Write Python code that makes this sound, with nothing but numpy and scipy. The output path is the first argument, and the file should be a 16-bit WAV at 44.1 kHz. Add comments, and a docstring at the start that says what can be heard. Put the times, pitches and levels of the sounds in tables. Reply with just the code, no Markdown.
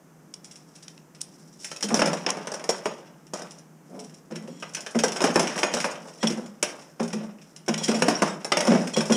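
"""Bicycle rim with cut spokes over a plastic bin

In a small workshop a rim is worked and shaken: spokes snap, clack, rattle and sing, and the bin thumps.
Strikes are bursts of shaped noise with decaying modes; rattle and grinding are random trains of impacts.
Rubbed spokes and clanks are sums of sines; cloth brushes and room tone are filtered noise.
A body-worn camera hears it with little bass and a bright resonance."""
import sys
import numpy as np
from scipy import signal
from scipy.fft import rfft, irfft, next_fast_len
from scipy.io import wavfile
from scipy.ndimage import uniform_filter1d, map_coordinates

SR = 44100
rng = np.random.default_rng(int(sys.argv[2]) if len(sys.argv) > 2 else 0)


def waveform_to_disk(signal):
    """Save audio, clipped to [-1, 1], as 16-bit WAV at the path in sys.argv[1]."""
    frames = np.transpose(np.atleast_2d(signal))
    scaled = np.clip(frames, -1, 1) * 32767
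    samples = np.round(scaled).astype(np.int16)
    wavfile.write(sys.argv[1], SR, samples)


N = 403956  # length in samples
TOP_HZ = 16000  # upper band limit
HARD_RISE_S = 0.00036  # attack time constant of steel on steel
SCRAPE_SPREAD = 0.5  # log spread of the strengths of small impacts

# spectra of the three parts of a contact: hz, level_db
TICK = [(2500, -13), (4300, 0.5), (5200, 1), (7000, 0.5), (10000, -4), (15000, -1)]
CLACK = [(600, -36.5), (1400, 0), (2700, 4.5), (3800, 0), (5500, -3), (9000, -25.5)]
KNOCK = [(25, -16), (100, -21), (170, 3.5), (300, -3.5), (520, 5), (1100, -3.5), (1800, -11), (4000, -77.5)]
# the rim lands on the bin, relative levels: start_s, thump_db, reference_hz, clash_db, knock_db
BUMPS = [(1.832, -22, 204.4, -21, -42), (1.905, -14, 221.7, -31, -20.5), (4.307, -26.5, 216.7, -39, -31.5),
         (4.351, -28, 217.3, -35, -47), (4.431, -33, 219, -47, -45), (4.474, -30, 236, -36.5, -42),
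         (4.948, -12.5, 225.5, -26, -19), (6.228, -13, 222.7, -18.5, -20.5), (6.298, -20, 208, -20, -40),
         (6.372, -25.5, 226.4, -35, -31), (6.995, -15.5, 230.3, -29, -26),
         (7.128, -18, 217.8, -21.5, -28.5), (7.233, -29, 198.7, -39, -35.5), (7.68, -14, 216.5, -15, -17.5),
         (7.880, -12, 228.6, -14.5, -21.5), (8.670, -9.5, 220.6, -18, -17), (8.717, -16, 230, -35, -19),
         (8.962, -12.5, 216.2, -15, -19), (9.097, -9, 223.6, -20.5, -17)]
# spells of moving or shaking the wheel, relative levels: start_s, length_s, jingle_db, chatter_db
SHAKES = [(0.395, 0.57, -50, -55), (1.245, 0.38, -44.5, -66), (1.567, 0.13, -32.5, -54),
          (1.745, 0.14, -52, -51), (1.895, 0.092, -28, -32), (2.148, 0.45, -45, -36.5),
          (3.325, 0.051, -33, -27), (3.45, .1, -53, -60), (3.834, 0.34, -49, -58), (4.33, 0.38, -53, -60),
          (4.65, 1.75, -41, -40.5), (5.133, 0.788, -39, -28), (6.65, 0.053, -34, -33),
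          (7.14, 0.083, -59, -35), (7.407, 0.18, -51, -63), (7.777, 0.54, -32, -28.5),
          (8.593, 0.79, -32, -38)]


def amp(db):
    """Level: decibels to amplitude ratio."""
    return 10 ** (np.asarray(db) / 20)


def unit(x):
    """Normalisation: scale to an rms of 1."""
    return x / np.sqrt(np.mean(x ** 2) + 1e-20)


def as_blow(x):
    """Impact energy: scale to the energy of 20 ms at an rms of 1."""
    return x / np.sqrt(np.sum(x ** 2) / (SR * 0.02) + 1e-20)


def along(points, hz):
    """Logarithmic frequency scale: interpolate (hz, value) points."""
    f, v = np.transpose(points)
    return np.interp(np.log(hz + 1), np.log(f + 1), v)


def coloured(x, points):
    """Minimum-phase filtering: a causal filter with the gain of (hz, level_db) points."""
    m = 2 * next_fast_len(len(x) * 5 // 8)
    gain = amp(along(points, np.fft.rfftfreq(m, 1 / SR)))
    cepstrum = irfft(np.log(gain))
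    # folding the cepstrum forward in time makes the filter causal
    cepstrum[1:m // 2] *= 2
    cepstrum[m // 2 + 1:] = 0
    return irfft(rfft(x, m) * np.exp(rfft(cepstrum)))[:len(x)]


def fade(t, t60):
    """Exponential decay: the amplitude falls by 60 dB in t60 seconds."""
    return np.exp(-np.log(1000) * t / np.maximum(t60, 1e-3))


def spell(t, length, rise, t60):
    """Envelope of sustained excitation: a linear rise, a hold until length, then free decay."""
    return np.minimum(t / rise, 1) * fade(np.maximum(t - length, 0), t60)


def add(track, s, x):
    """Superposition: mix x into the track at time s."""
    start = max(round(s * SR), 0)
    track[start:start + len(x)] += x[:max(len(track) - start, 0)]


def in_room(x, wet_db, build=0.0004):
    """Reverberation: convolve with noise that builds up and decays at a rate set by frequency."""
    # decay of the cluttered workshop: hz, t60_s
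    workshop = [(150, 0.68), (400, 0.39), (1000, 0.46), (2800, 0.35), (7000, 0.15), (14000, 0.24)]
    hz, t, z = signal.stft(rng.standard_normal(SR // 2), SR, nperseg=256)
    envelope = fade(t, along(workshop, hz)[:, None]) * (1 - np.exp(-t / build))
    tail = signal.istft(z * envelope, SR, nperseg=256)[1]
    tail = tail / np.linalg.norm(tail)
    return x + amp(wet_db) * signal.fftconvolve(x, tail)[:len(x)]


def ringing(t, modes, colour, scatter_db=4):
    """Modal superposition: decaying sines, at new strengths for each spot struck."""
    hz, db, t60 = np.transpose(modes)
    strength = amp(db + along(colour, hz) + scatter_db * rng.standard_normal(len(hz)))
    phase = rng.uniform(0, 2 * np.pi, len(hz))
    heard = strength > strength.max() / 20  # weak modes are left out
    partials = zip(strength[heard], hz[heard], phase[heard], t60[heard])
    return sum(g * np.sin(2 * np.pi * f * t + p) * fade(t, d) for g, f, p, d in partials)


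def spoke_modes(base_hz=130, spread=0.22, t60=0.074, count=10):
    """Bending waves in a bar: modes rise as the square of their order; each spoke has its own length."""
    scale_hz = base_hz * np.exp(spread * rng.standard_normal())
    hz = scale_hz * (np.arange(count) + 1.5) ** 2
    return [(f, 0, t60) for f in hz if f < TOP_HZ]


def burst(t, colour, t60, rise, rough, hold=0, crack=0.72, crack_t60=0.0064):
    """Impact noise: a first crack, then a buzz of tiny impacts that holds and dies away."""
    roughness = np.exp(rough * unit(uniform_filter1d(rng.standard_normal(len(t)), size=60)))
    impacts = rng.standard_normal(len(t)) * roughness
    attack = 1 - np.exp(-t / max(rise, 1e-4))
    envelope = attack * (fade(np.maximum(t - hold, 0), t60) + crack * fade(t, crack_t60))
    return as_blow(coloured(impacts * envelope, colour))


def patter(rate, spread, t60):
    """Shot noise: small random contacts, on average rate a second, each a short burst."""
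    strength = np.exp(spread * np.clip(rng.standard_normal(N), -2, 2))
    hits = (rng.random(N) < rate / SR) * strength
    envelope = signal.fftconvolve(hits, fade(np.arange(SR // 10) / SR, t60))[:N]
    return envelope * rng.standard_normal(N)


def room_tone():
    """Stationary noise: a steady rush of air with a narrow low drone."""
    # spectrum of the air: hz, density_db (per Hz, relative)
    air_points = [(15, -34), (25, -27), (108, -24), (166, 1), (256, -6), (317, -5.5), (416, -11.5),
                  (1040, -19), (1440, -21), (4140, -38), (4870, -33.5), (6050, -28), (12500, -38),
                  (14800, -36), (16000, -57)]
    drone_points = [(120, -52.0), (148, -1.5), (157, 11.0), (167, -8.0), (210, -53.5)]
    drone = unit(coloured(rng.standard_normal(N), drone_points))
    air = unit(coloured(rng.standard_normal(N), air_points))
    return amp(-53.5) * air + amp(-58.0) * drone


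def snaps():
    """Impulsive contact: a spoke snaps free, or a hard blow of the rim cracks sharply, broad in pitch."""
    # start_s, level_db, peak_hz
    cracks = [(0.339, -37.5, 6000), (0.8804, -40, 3700), (0.977, -49.5, 3260), (1.2141, -25, 7800),
              (2.019, -25, 3120), (2.2645, -25, 2450), (2.303, -22.5, 5800), (2.8572, -28, 860),
              (3.3345, -46, 900), (5.2405, -28.5, 1334), (5.3585, -28, 900), (6.6275, -16.5, 9630),
              (6.627, -29.5, 2700), (7.742, -28, 3050), (8.0223, -21.5, 1800), (8.2215, -25, 900),
              (8.5205, -24, 3730)]
    out, t = np.zeros(N), np.arange(SR // 3) / SR
    for s, db, hz in cracks:
        band = [(hz / 8, -30), (hz / 2, -10), (hz, 0), (hz * 2, -8), (hz * 4, -20)]
        crack = burst(t, band, t60=0.009, rise=0.0003, rough=0.28, hold=0.0027)
        add(out, s, in_room(amp(db) * crack, wet_db=-11.5))
    return out


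def zings(width=0.052):
    """Narrow-band excitation: a sprung spoke slips over the edge of its hole and rings roughly."""
    # start_s, level_db, pitch_hz, t60_s
    edge_slips = [(0.340, -43, 5100, 0.018), (1.716, -57, 2100, 0.078), (2.263, -27.5, 5420, 0.019),
                  (6.226, -33, 3300, 0.13), (6.269, -23, 3310, 0.031), (6.271, -28.5, 5500, 0.056),
                  (1.942, -23.5, 6000, 0.037), (7.687, -33.5, 5650, 0.027), (8.152, -31.5, 5650, 0.1)]
    out, t = np.zeros(N), np.arange(SR // 3) / SR
    for s, db, hz, t60 in edge_slips:
        skirts = (hz * (1 - 2 * width), -16), (hz, 0), (hz * (1 + 2 * width), -16)
        band = [(hz / 2, -50), *skirts, (hz * 2, -50)]
        zing = burst(t, band, t60, rise=0.00037, rough=0.15)
        add(out, s, in_room(amp(db) * zing, wet_db=-16.0))
    return out


def picks():
    """Damping by contact: fingers pick at the gripped rim; the glove keeps these clicks from ringing."""
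    # relative levels: start_s, tick_db, clack_db
    clicks = [(0.34, -39, -67), (0.444, -32, -61), (0.51, -34.5, -51), (0.557, -35.5, -56),
              (0.753, -36, -51), (0.825, -35.5, -49), (0.881, -44, -50), (1.147, -40, -50),
              (1.206, -31, -56), (3.268, -45, -53), (3.508, -33, -66), (3.582, -39, -67),
              (3.992, -30.5, -48), (4.04, -36.5, -57), (4.095, -45, -52), (4.138, -39, -64),
              (4.423, -44, -57), (4.57, -55, -60), (4.599, -38, -54), (4.735, -30, -58),
              (4.906, -33.5, -60), (7.385, -62, -50), (7.415, -43, -48), (7.561, -32.5, -48)]
    # spectrum of the bright tick: hz, level_db
    tick_points = [(1500, -14), (4000, -1), (5200, 1), (7000, 2), (10000, -2), (15000, -9)]
    out, t = np.zeros(N), np.arange(SR // 3) / SR
    for s, tick_db, clack_db in clicks:
        tick = amp(tick_db - 9.0) * burst(t, tick_points, t60=0.051, rise=0.0027, rough=0.61)
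        clack = amp(clack_db - 6.5) * burst(t, CLACK, t60=0.053, rise=0.00054, rough=0.36)
        add(out, s, in_room(tick + clack, wet_db=-3.0))
    return out


def blows():
    """Contact stiffness: bare steel strikes have a fast attack, the clash of a landing on plastic a slow one.

    Rows, relative levels: start_s, tick_db, clack_db, knock_db, rise_s, t60_s."""
    # a spoke strikes the rim, relative levels: start_s, tick_db, clack_db, knock_db
    contacts = [(1.645, -19, -32, -60), (1.715, -24.5, -31.5, -34), (1.761, -24.5, -41, -43),
                (1.807, -24.5, -37, -42), (1.826, -12, -46, -30), (1.84, -18, -52, -48),
                (1.885, -21, -30.5, -40), (1.942, -11, -26.5, -16.5), (1.96, -23, -32, -38),
                (1.992, -15, -22, -18.5), (2.018, -18, -19.5, -12), (2.057, -15, -30, -23),
                (2.072, -19.5, -28, -20.5), (2.131, -17.5, -30, -20.5), (2.169, -33, -34, -29),
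                (2.263, -43, -24.5, -18.5), (2.288, -24, -22.5, -25), (2.369, -31, -46, -26),
                (2.448, -46, -51, -41), (2.471, -23, -30.5, -23.5), (2.517, -22.5, -40, -27),
                (2.539, -20.5, -33.5, -26), (2.595, -34, -39, -30), (2.64, -24, -38, -30),
                (2.691, -9, -26, -16.5), (2.856, -21, -27, -18.5), (3.335, -19, -52, -23.5),
                (3.418, -27.5, -48, -29.5), (4.357, -27.5, -34, -61), (4.624, -31, -28, -29.5),
                (4.748, -15.5, -28.5, -49), (4.768, -28, -29.5, -33), (4.806, -23.5, -48, -53),
                (4.863, -24.5, -28.5, -29.5), (4.989, -14.5, -21, -27), (5.036, -8.5, -22, -15.5),
                (5.08, -18.5, -29.5, -50), (5.120, -19.5, -30, -30), (5.162, -20.5, -25.5, -24),
                (5.205, -21, -23.5, -19), (5.217, -15, -30, -18), (5.24, -11, -20.5, -12.5),
                (5.273, -31, -36, -21), (5.303, -28, -33, -22), (5.341, -25, -48, -32),
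                (5.357, -11.5, -21, -10.5), (5.394, -11, -18.5, -15), (5.428, -19, -39, -34),
                (5.472, -21.5, -23.5, -39), (5.558, -22, -38, -21.5), (5.578, -19, -25, -29),
                (5.588, -16.5, -29, -24), (5.631, -14.5, -14.5, -13), (5.738, -11.5, -23, -20),
                (5.769, -22, -29, -19.5), (5.785, -28, -45, -45), (5.802, -16.5, -22.5, -46),
                (5.843, -19.5, -23.5, -16), (5.911, -26, -39, -39), (5.955, -38, -37, -42),
                (6.083, -38, -54, -48), (6.229, -33, -23, -21.5), (6.271, -16, -27.5, -56),
                (6.322, -26, -33.5, -50), (6.46, -34.5, -47, -55), (6.627, -11, -18.5, -20),
                (6.795, -41, -45, -56), (6.82, -39, -46, -58), (6.999, -37, -32.5, -23.5),
                (7.03, -24, -43, -49), (7.049, -36, -42, -48), (7.078, -28, -44, -54),
                (7.103, -38, -41, -54), (7.662, -37, -52, -60), (7.739, -22, -27.5, -35),
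                (7.777, -18, -35, -34), (7.837, -13.5, -42, -58), (7.912, -19, -27, -20),
                (7.944, -20, -28.5, -30), (8.021, -13, -19, -12), (8.082, -9, -21.5, -10.5),
                (8.220, -13, -23, -10.5), (8.446, -17.5, -33, -23), (8.519, -14.5, -13.5, -16),
                (8.57, -10.5, -22, -16), (8.605, -13, -20.5, -17.5), (8.651, -20, -35, -21.5),
                (8.669, -23, -29, -22), (8.72, -27, -29, -26), (8.750, -34, -31, -19.5),
                (8.872, -21, -29, -48), (8.980, -21, -35, -41), (9.006, -17, -24, -20.5),
                (9.055, -23, -36, -31), (9.122, -12.5, -22, -23)]
    hard = [(*row, HARD_RISE_S, 0.062) for row in contacts]
    # the plastic slows the attack and damps the buzz; the clash's clack is a little weaker than its tick
    soft = [(s, clash_db, clash_db - 8.5, knock_db, 0.021, 0.038)
            for s, thump_db, hz, clash_db, knock_db in BUMPS]
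    return hard + soft


def agitation():
    """Power summation: gains of jingle and chatter from spells of motion and the dying stir of each blow."""
    jingle, chatter, t = np.zeros(N), np.zeros(N), np.arange(3 * SR) / SR
    for s, length, jingle_db, chatter_db in SHAKES:
        # loose spokes pick up the motion and come to rest
        motion = spell(t, length, rise=0.048, t60=0.49)
        add(jingle, s, (amp(jingle_db) * motion) ** 2)
        add(chatter, s, (amp(chatter_db) * motion) ** 2)
    stir = fade(t[:SR], 0.84)
    for s, tick_db, clack_db, knock_db, rise, t60 in blows():
        add(jingle, s, (amp(tick_db - 21) * stir) ** 2)
        add(chatter, s, (amp(knock_db - 9) * stir) ** 2)
    return np.sqrt(jingle), np.sqrt(chatter)


def tinkle(colour, count=750, spread_db=4):
    """Random modal impacts: light taps of single spokes at random moments."""
    out, t = np.zeros(N), np.arange(SR // 16) / SR
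    moments = rng.uniform(0, N / SR, count)
    levels_db = spread_db * np.clip(rng.standard_normal(count), -2, 2)
    for s, db in zip(moments, levels_db):
        tap = ringing(t, spoke_modes(), colour) * (1 - np.exp(-t / 0.00059))
        add(out, s, amp(db) * as_blow(tap))
    return unit(out)


def scrape(colour):
    """Sliding friction: a dense patter of small contacts, heard as a smooth metallic hiss."""
    return unit(coloured(patter(rate=260, spread=SCRAPE_SPREAD, t60=0.052), colour))


def rattle():
    """Excitation by motion: spokes slide in their holes; the tinkling grows with the hardness of shaking."""
    loose_db = -34  # chatter level at which the spokes jump fully in their holes
    jingle_gain, chatter_gain = agitation()
    loose, t = np.zeros(N), np.arange(2 * SR) / SR
    for s, length, jingle_db, chatter_db in SHAKES:
        looseness = min(amp(chatter_db - loose_db), 1) ** 2
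        # tinkling stops soon after the shaking
        add(loose, s, looseness * spell(t, length, rise=0.048, t60=0.12))
    jingle = amp(-7.0) * jingle_gain * (scrape(TICK) + amp(-3.0) * loose * tinkle(TICK))
    clatter = amp(-8.5) * (scrape(CLACK) + amp(-3.0) * loose * tinkle(CLACK))
    chatter = amp(-10.0) * chatter_gain * (scrape(KNOCK) + clatter)
    return in_room(jingle + chatter, wet_db=-7.0)


def contact(t, colour, spoke, t60, rise, rim_db, spoke_db, rough):
    """Impact and resonance: steel buzzes on steel and leaves rim and spoke ringing."""
    # modes of the metal rim before the grip bends them: hz, level_db, t60_s
    metal = [(492, -12, 0.2), (603.7, 13, 0.15), (890, 8, 0.16), (980, 6, 0.17), (1184, 0, 0.17),
             (1438, 9, 0.069), (1545, 10, 0.067), (1990, -0.5, 0.23), (2470, 1, 0.11), (2280, 3, 0.046),
             (2780, -14, 0.09), (3125, 13, 0.025), (3580, 1, 0.15), (5770, -33, 0.047), (5700, -15, 0.047),
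             (6640, 13.5, 0.26), (7900, -16, 0.11), (8400, -1, 0.1), (9000, -5, 0.071)]
    bend = 1 + 0.02 * rng.standard_normal()  # the grip shifts all rim modes together
    rim = [(hz * bend, db, decay) for hz, db, decay in metal]
    rim_ring = amp(rim_db) * as_blow(ringing(t, rim, colour))
    spoke_ring = amp(spoke_db) * as_blow(ringing(t, spoke, colour))
    buzz = burst(t, colour, t60, rise, rough, hold=0.0046)
    return as_blow(buzz + (rim_ring + spoke_ring) * (1 - np.exp(-t / rise)))


def spokes():
    """Coupled radiators: the spoke gives a bright tick, the rim wall a clack, the whole hoop a knock."""
    # spectrum of the jolted hoop: hz, level_db
    hoop = [(25, -20), (100, -28.5), (200, -0.5), (380, 8.5), (600, -5), (1200, -6.5), (2500, -14),
            (6000, -73)]
    heavy_db = -17  # below this knock level the jolt weakens twice as fast as the knock
    out, t = np.zeros(N), np.arange(SR // 6) / SR
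    for s, tick_db, clack_db, knock_db, rise, t60 in blows():
        spoke = spoke_modes()
        tick = contact(t, TICK, spoke, t60 * 1.14, rise, rim_db=-16.5, spoke_db=-5.5, rough=0.51)
        clack = contact(t, CLACK, spoke, t60, rise, rim_db=-3.5, spoke_db=-16, rough=0.4)
        knock = contact(t, KNOCK, spoke, t60 * 1.55, rise, rim_db=-11, spoke_db=-23.0, rough=0.45)
        strike = amp(tick_db - 9.5) * tick + amp(clack_db - 5.5) * clack + amp(knock_db - 5.0) * knock
        # a short, deep push
        jolt_db = knock_db - 8.5 + min(knock_db - heavy_db, 0)
        jolt = amp(jolt_db) * burst(t, hoop, 0.008, rise, rough=0.15)
        add(out, s, in_room(np.pad(strike + jolt, (0, SR // 3)), wet_db=-7.0))
    return out


def clanks():
    """Split modes: an imperfectly round hoop has paired resonances, heard as a short, beating clank."""
    # resonances favoured by the spot struck and the grip: start_s, level_db, pitch_hz
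    favoured = [(1.715, -42, 1320), (1.828, -30.5, 3120), (1.943, -28, 462), (1.994, -20, 493),
                (2.019, -29, 644), (2.02, -38, 2650), (2.057, -36, 2347), (2.073, -33, 1335),
                (2.292, -30, 1050), (2.691, -25, 463), (2.692, -24, 650), (2.857, -27.5, 420),
                (4.626, -37.5, 1230), (4.99, -32, 580), (5.037, -15.5, 464), (5.038, -28, 1565),
                (5.240, -18, 449), (5.242, -32, 1190), (5.359, -14.5, 332), (5.359, -29, 616),
                (5.395, -23, 680), (5.396, -29, 1014), (5.473, -37, 567), (5.631, -25, 720),
                (5.632, -42, 2650), (5.737, -26.5, 605), (5.77, -36, 1400), (5.844, -40, 2296),
                (6.628, -29.5, 602), (7.681, -35, 1528), (8.022, -16, 495), (8.023, -40, 2760),
                (8.083, -17, 292), (8.222, -34, 1060), (8.520, -22, 573), (8.52, -22.5, 1236),
                (8.521, -24, 2030), (8.571, -24.5, 540), (8.572, -35, 2745), (8.671, -31, 1415),
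                (8.751, -39, 2260)]
    split = 0.078  # upper note of the pair, as a fraction above the lower
    out, t = np.zeros(N), np.arange(SR // 6) / SR
    # the gloves damp the rim
    envelope = fade(t, 0.061) * (1 - np.exp(-t / 0.0022))
    for s, db, hz in favoured:
        lower = np.sin(2 * np.pi * hz * t)
        upper = np.sin(2 * np.pi * hz * (1 + split) * t)
        add(out, s, amp(db) * as_blow((lower + amp(-9) * upper) * envelope))
    return in_room(out, wet_db=-9.5)


def bumps():
    """Hollow-body resonance: the rim lands on the bin or knocks it while pressed on it."""
    # hard knocks that ring the bin under the rim: start_s, thump_db, reference_hz
    pressed = [(2.018, -30, 254), (5.036, -32, 253), (5.237, -21.5, 238), (5.359, -31, 255),
               (5.737, -25, 239), (8.022, -22, 257), (8.081, -24, 238.6), (8.220, -18, 196.6)]
    # modes of rim and bin together: multiple of reference_hz, level_db, t60_s
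    hollow = [(.74, -12.5, 0.4), (.87, -33, 0.3), (1, 4.5, 0.18), (1.09, -8, 0.26), (1.6, -4, 0.084),
              (1.75, -12.5, 0.17), (2.26, -3, 0.079), (2.599, -16, 0.11), (3.05, -21, 0.2)]
    # spectrum of the bin's dull wall: hz, level_db
    wall = [(25, -2), (100, -18.5), (160, -3), (260, -1.5), (350, -0.5), (550, 0), (900, -18.5),
            (2000, -28.5)]
    yield_s = 0.005995  # the plastic gives way before the thump
    out, t = np.zeros(N), np.arange(SR // 2) / SR
    landings = [(s + yield_s, db, hz) for s, db, hz, clash_db, knock_db in BUMPS]
    for s, db, hz in landings + pressed:
        modes = [(hz * multiple, level, t60) for multiple, level, t60 in hollow]
        ring = as_blow(ringing(t, modes, wall, scatter_db=2.5) * (1 - np.exp(-t / 0.0057)))
        thud = amp(-12.5) * burst(t, wall, t60=0.43, rise=0.002, rough=0.1)
        add(out, s, amp(db) * as_blow(in_room(ring + thud, wet_db=-9.0)))
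    return out


def brushes():
    """Friction noise: gloves and sleeves brush the wheel in soft swells with a crinkly rustle on top."""
    # start_s is the swell's centre: start_s, level_db, half_length_s, rustle_db
    strokes = [(1.922, -30, 0.035, -53), (3.966, -36.5, 0.058, -61), (4.078, -67, 0.057, -62.5),
               (4.32, -45, 0.022, -48.5), (4.524, -53, 0.14, -60.5)]
    # spectra of cloth and rustle: hz, level_db
    cloth_points = [(60, -28), (180, 12), (350, 7), (700, 0), (1200, -10.5), (3000, -39), (10000, -27)]
    rustle_points = [(400, -11), (1000, 4), (2600, -2), (4500, -4), (10000, -16)]
    now = np.arange(N) / SR
    swell, crinkle = np.zeros(N), np.zeros(N)
    for s, db, half, rustle_db in strokes:
        bell = np.exp(-((now - s) / half) ** 2)
        swell += amp(db) * bell
        crinkle += amp(rustle_db) * bell
    rustle = unit(coloured(patter(rate=160, spread=SCRAPE_SPREAD, t60=0.015), rustle_points))
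    cloth = unit(coloured(rng.standard_normal(N), cloth_points))
    return in_room(swell * cloth + crinkle * rustle, wet_db=-2.5)


def grinds():
    """Stick-slip: the rim grinds along the bin's edge; uneven slips judder its wall and crunch on metal."""
    # start_s, length_s, judder_db, crunch_db
    strokes = [(1.938, 0.17, -25.5, -33.5), (2.297, 0.14, -38.5, -43), (2.712, 0.045, -48, -37.5),
               (5.24, 0.033, -23, -25), (5.355, 0.18, -37, -36), (7.881, 0.11, -26, -47),
               (8.092, 0.13, -44, -40), (8.692, 0.066, -17.5, -28.5), (8.797, 0.034, -28, -36),
               (8.974, 0.024, -40, -47)]
    # spectra of judder and crunch: hz, level_db
    judder_points = [(60, -30), (120, -12), (170, 2), (250, -0.5), (330, -7.5), (560, -2), (800, -10.5),
                     (1300, -20), (3000, -46.5)]
    crunch_points = [(300, -20), (600, 6), (1400, 5.5), (3000, -5), (5500, -6), (9000, -18), (15000, -27)]
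    judder, crunch, t = np.zeros(N), np.zeros(N), np.arange(SR) / SR
    for s, length, judder_db, crunch_db in strokes:
        # the rim bites and lets go
        stroke = spell(t, length, rise=0.014, t60=0.22)
        add(judder, s, amp(judder_db) * stroke)
        add(crunch, s, amp(crunch_db) * stroke)
    slips = patter(rate=320, spread=SCRAPE_SPREAD, t60=0.024)
    wall = judder * unit(coloured(slips, judder_points))
    metal = crunch * unit(coloured(slips, crunch_points))
    return in_room(wall + metal, wet_db=-7.0)


def ping():
    """Single-mode decay: one small steel part gives a thin, high note."""
    # start_s, level_db, pitch_hz, t60_s
    s, db, hz, t60 = (2, -28, 9092, 0.02)
    out, t = np.zeros(N), np.arange(SR // 4) / SR
    note = np.sin(2 * np.pi * hz * t) * fade(t, t60) * (1 - np.exp(-t / HARD_RISE_S))
    add(out, s, amp(db) * note)
    return out


def jolts():
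    """Structure-borne sound: the hardest jolts reach the camera through the arms as short, deep thuds."""
    # relative levels: start_s, level_db
    shocks = [(2.013, -45), (5.365, -41), (5.736, -47), (5.843, -60), (6.627, -52), (9.098, -53)]
    # spectrum of the thud: hz, level_db
    body = [(20, -4), (60, -3), (110, 0), (220, -19), (600, -48)]
    out, t = np.zeros(N), np.arange(SR // 4) / SR
    for s, db in shocks:
        add(out, s, amp(db - 3.0) * burst(t, body, t60=0.06, rise=0.0037, rough=0.1))
    return out


def waver(t):
    """Random modulation: a smooth curve through 60 random values a second."""
    return map_coordinates(np.clip(rng.standard_normal(40), -2, 2), [t * 60], mode="mirror")


def singing(t, pitch_hz):
    """Friction-driven modes: each partial wavers in strength and drifts in pitch as the spoke slides."""
    # bending modes of the spokes left in the rim, before detuning: hz, level_db
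    bending = [(1915, -4), (2470, -2.5), (2605, -10), (3120, 1.5), (3290, 5), (3350, 6), (3650, -6),
               (3998, -3), (4138, 1), (4378, 0), (4870, -12), (5180, -10), (5545, -4.5), (5680, -2),
               (6492, -10), (6950, -2), (7125, 2), (8030, -2), (8490, -3), (8832, -8)]
    detune, drift = 0.007, 0.0042  # relative pitch spread between strokes and within one
    hz, db = np.transpose(bending)
    hz = hz * (1 + detune * rng.standard_normal(len(hz)))
    # 3 dB lost per octave from the favoured pitch
    gain = amp(db - 3 * np.abs(np.log2(hz / pitch_hz)))
    out = np.zeros(len(t))
    for g, f in zip(gain, hz):
        strength = amp(4 * waver(t))
        cycles = rng.random() + np.cumsum(f * (1 + drift * waver(t))) / SR
        out += g * strength * np.sin(2 * np.pi * cycles)
    return unit(out)


def rubs():
    """Self-sustained friction: cut spokes rub in their holes and sing in many thin partials at once."""
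    # start_s, length_s, level_db, favoured_hz, swell_s
    strokes = [(4.492, 0.2, -54, 5900, 0.003), (6.195, 0.027, -36, 3470, 0.03),
               (6.427, 0.037, -54, 5600, 0.003), (7.775, 0.035, -37.5, 6100, 0.003),
               (7.828, 0.028, -29, 5170, 0.01), (7.876, 0.035, -31, 4900, 0.0032),
               (7.942, 0.021, -32, 5700, 0.004), (8.934, 0.013, -26.5, 4100, 0.0032),
               (8.963, 0.037, -27, 5000, 0.0043), (9.119, 0.037, -25.5, 4700, 0.006),
               (9.15, 0.02, -30, 5200, 0.004)]
    out, t = np.zeros(N), np.arange(SR // 3) / SR
    for s, length, db, hz, swell in strokes:
        add(out, s, amp(db) * spell(t, length, swell, t60=0.055) * singing(t, hz))
    return in_room(out, wet_db=-12)


def scene():
    """Transmission paths: the wheel through the camera's small sound port, plus jolts and room tone."""
    # response of the sound port: hz, level_db
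    microphone = [(30, -21), (105, -16), (130, -18.5), (160, -5), (2800, -3.5), (3900, -9.5), (4500, -12.5),
                  (5350, 2.5), (5700, 2), (6200, -5), (8500, -6.5), (10000, -5.5), (11300, -24.5),
                  (14800, -26.5), (16000, -62)]
    strikes = spokes() + clanks() + ping() + snaps() + zings() + picks() + bumps()
    wheel = strikes + grinds() + rubs() + rattle() + brushes()
    return (coloured(wheel, microphone) + jolts() + room_tone())[None]


def record(dry):
    """Band limitation: the camera keeps nothing above TOP_HZ."""
    m = next_fast_len(N + SR // 2)
    kept = np.fft.rfftfreq(m, 1 / SR) < TOP_HZ
    return irfft(rfft(dry, m) * kept, m)[:, :N]


dry = scene()
out = record(dry)
waveform_to_disk(out)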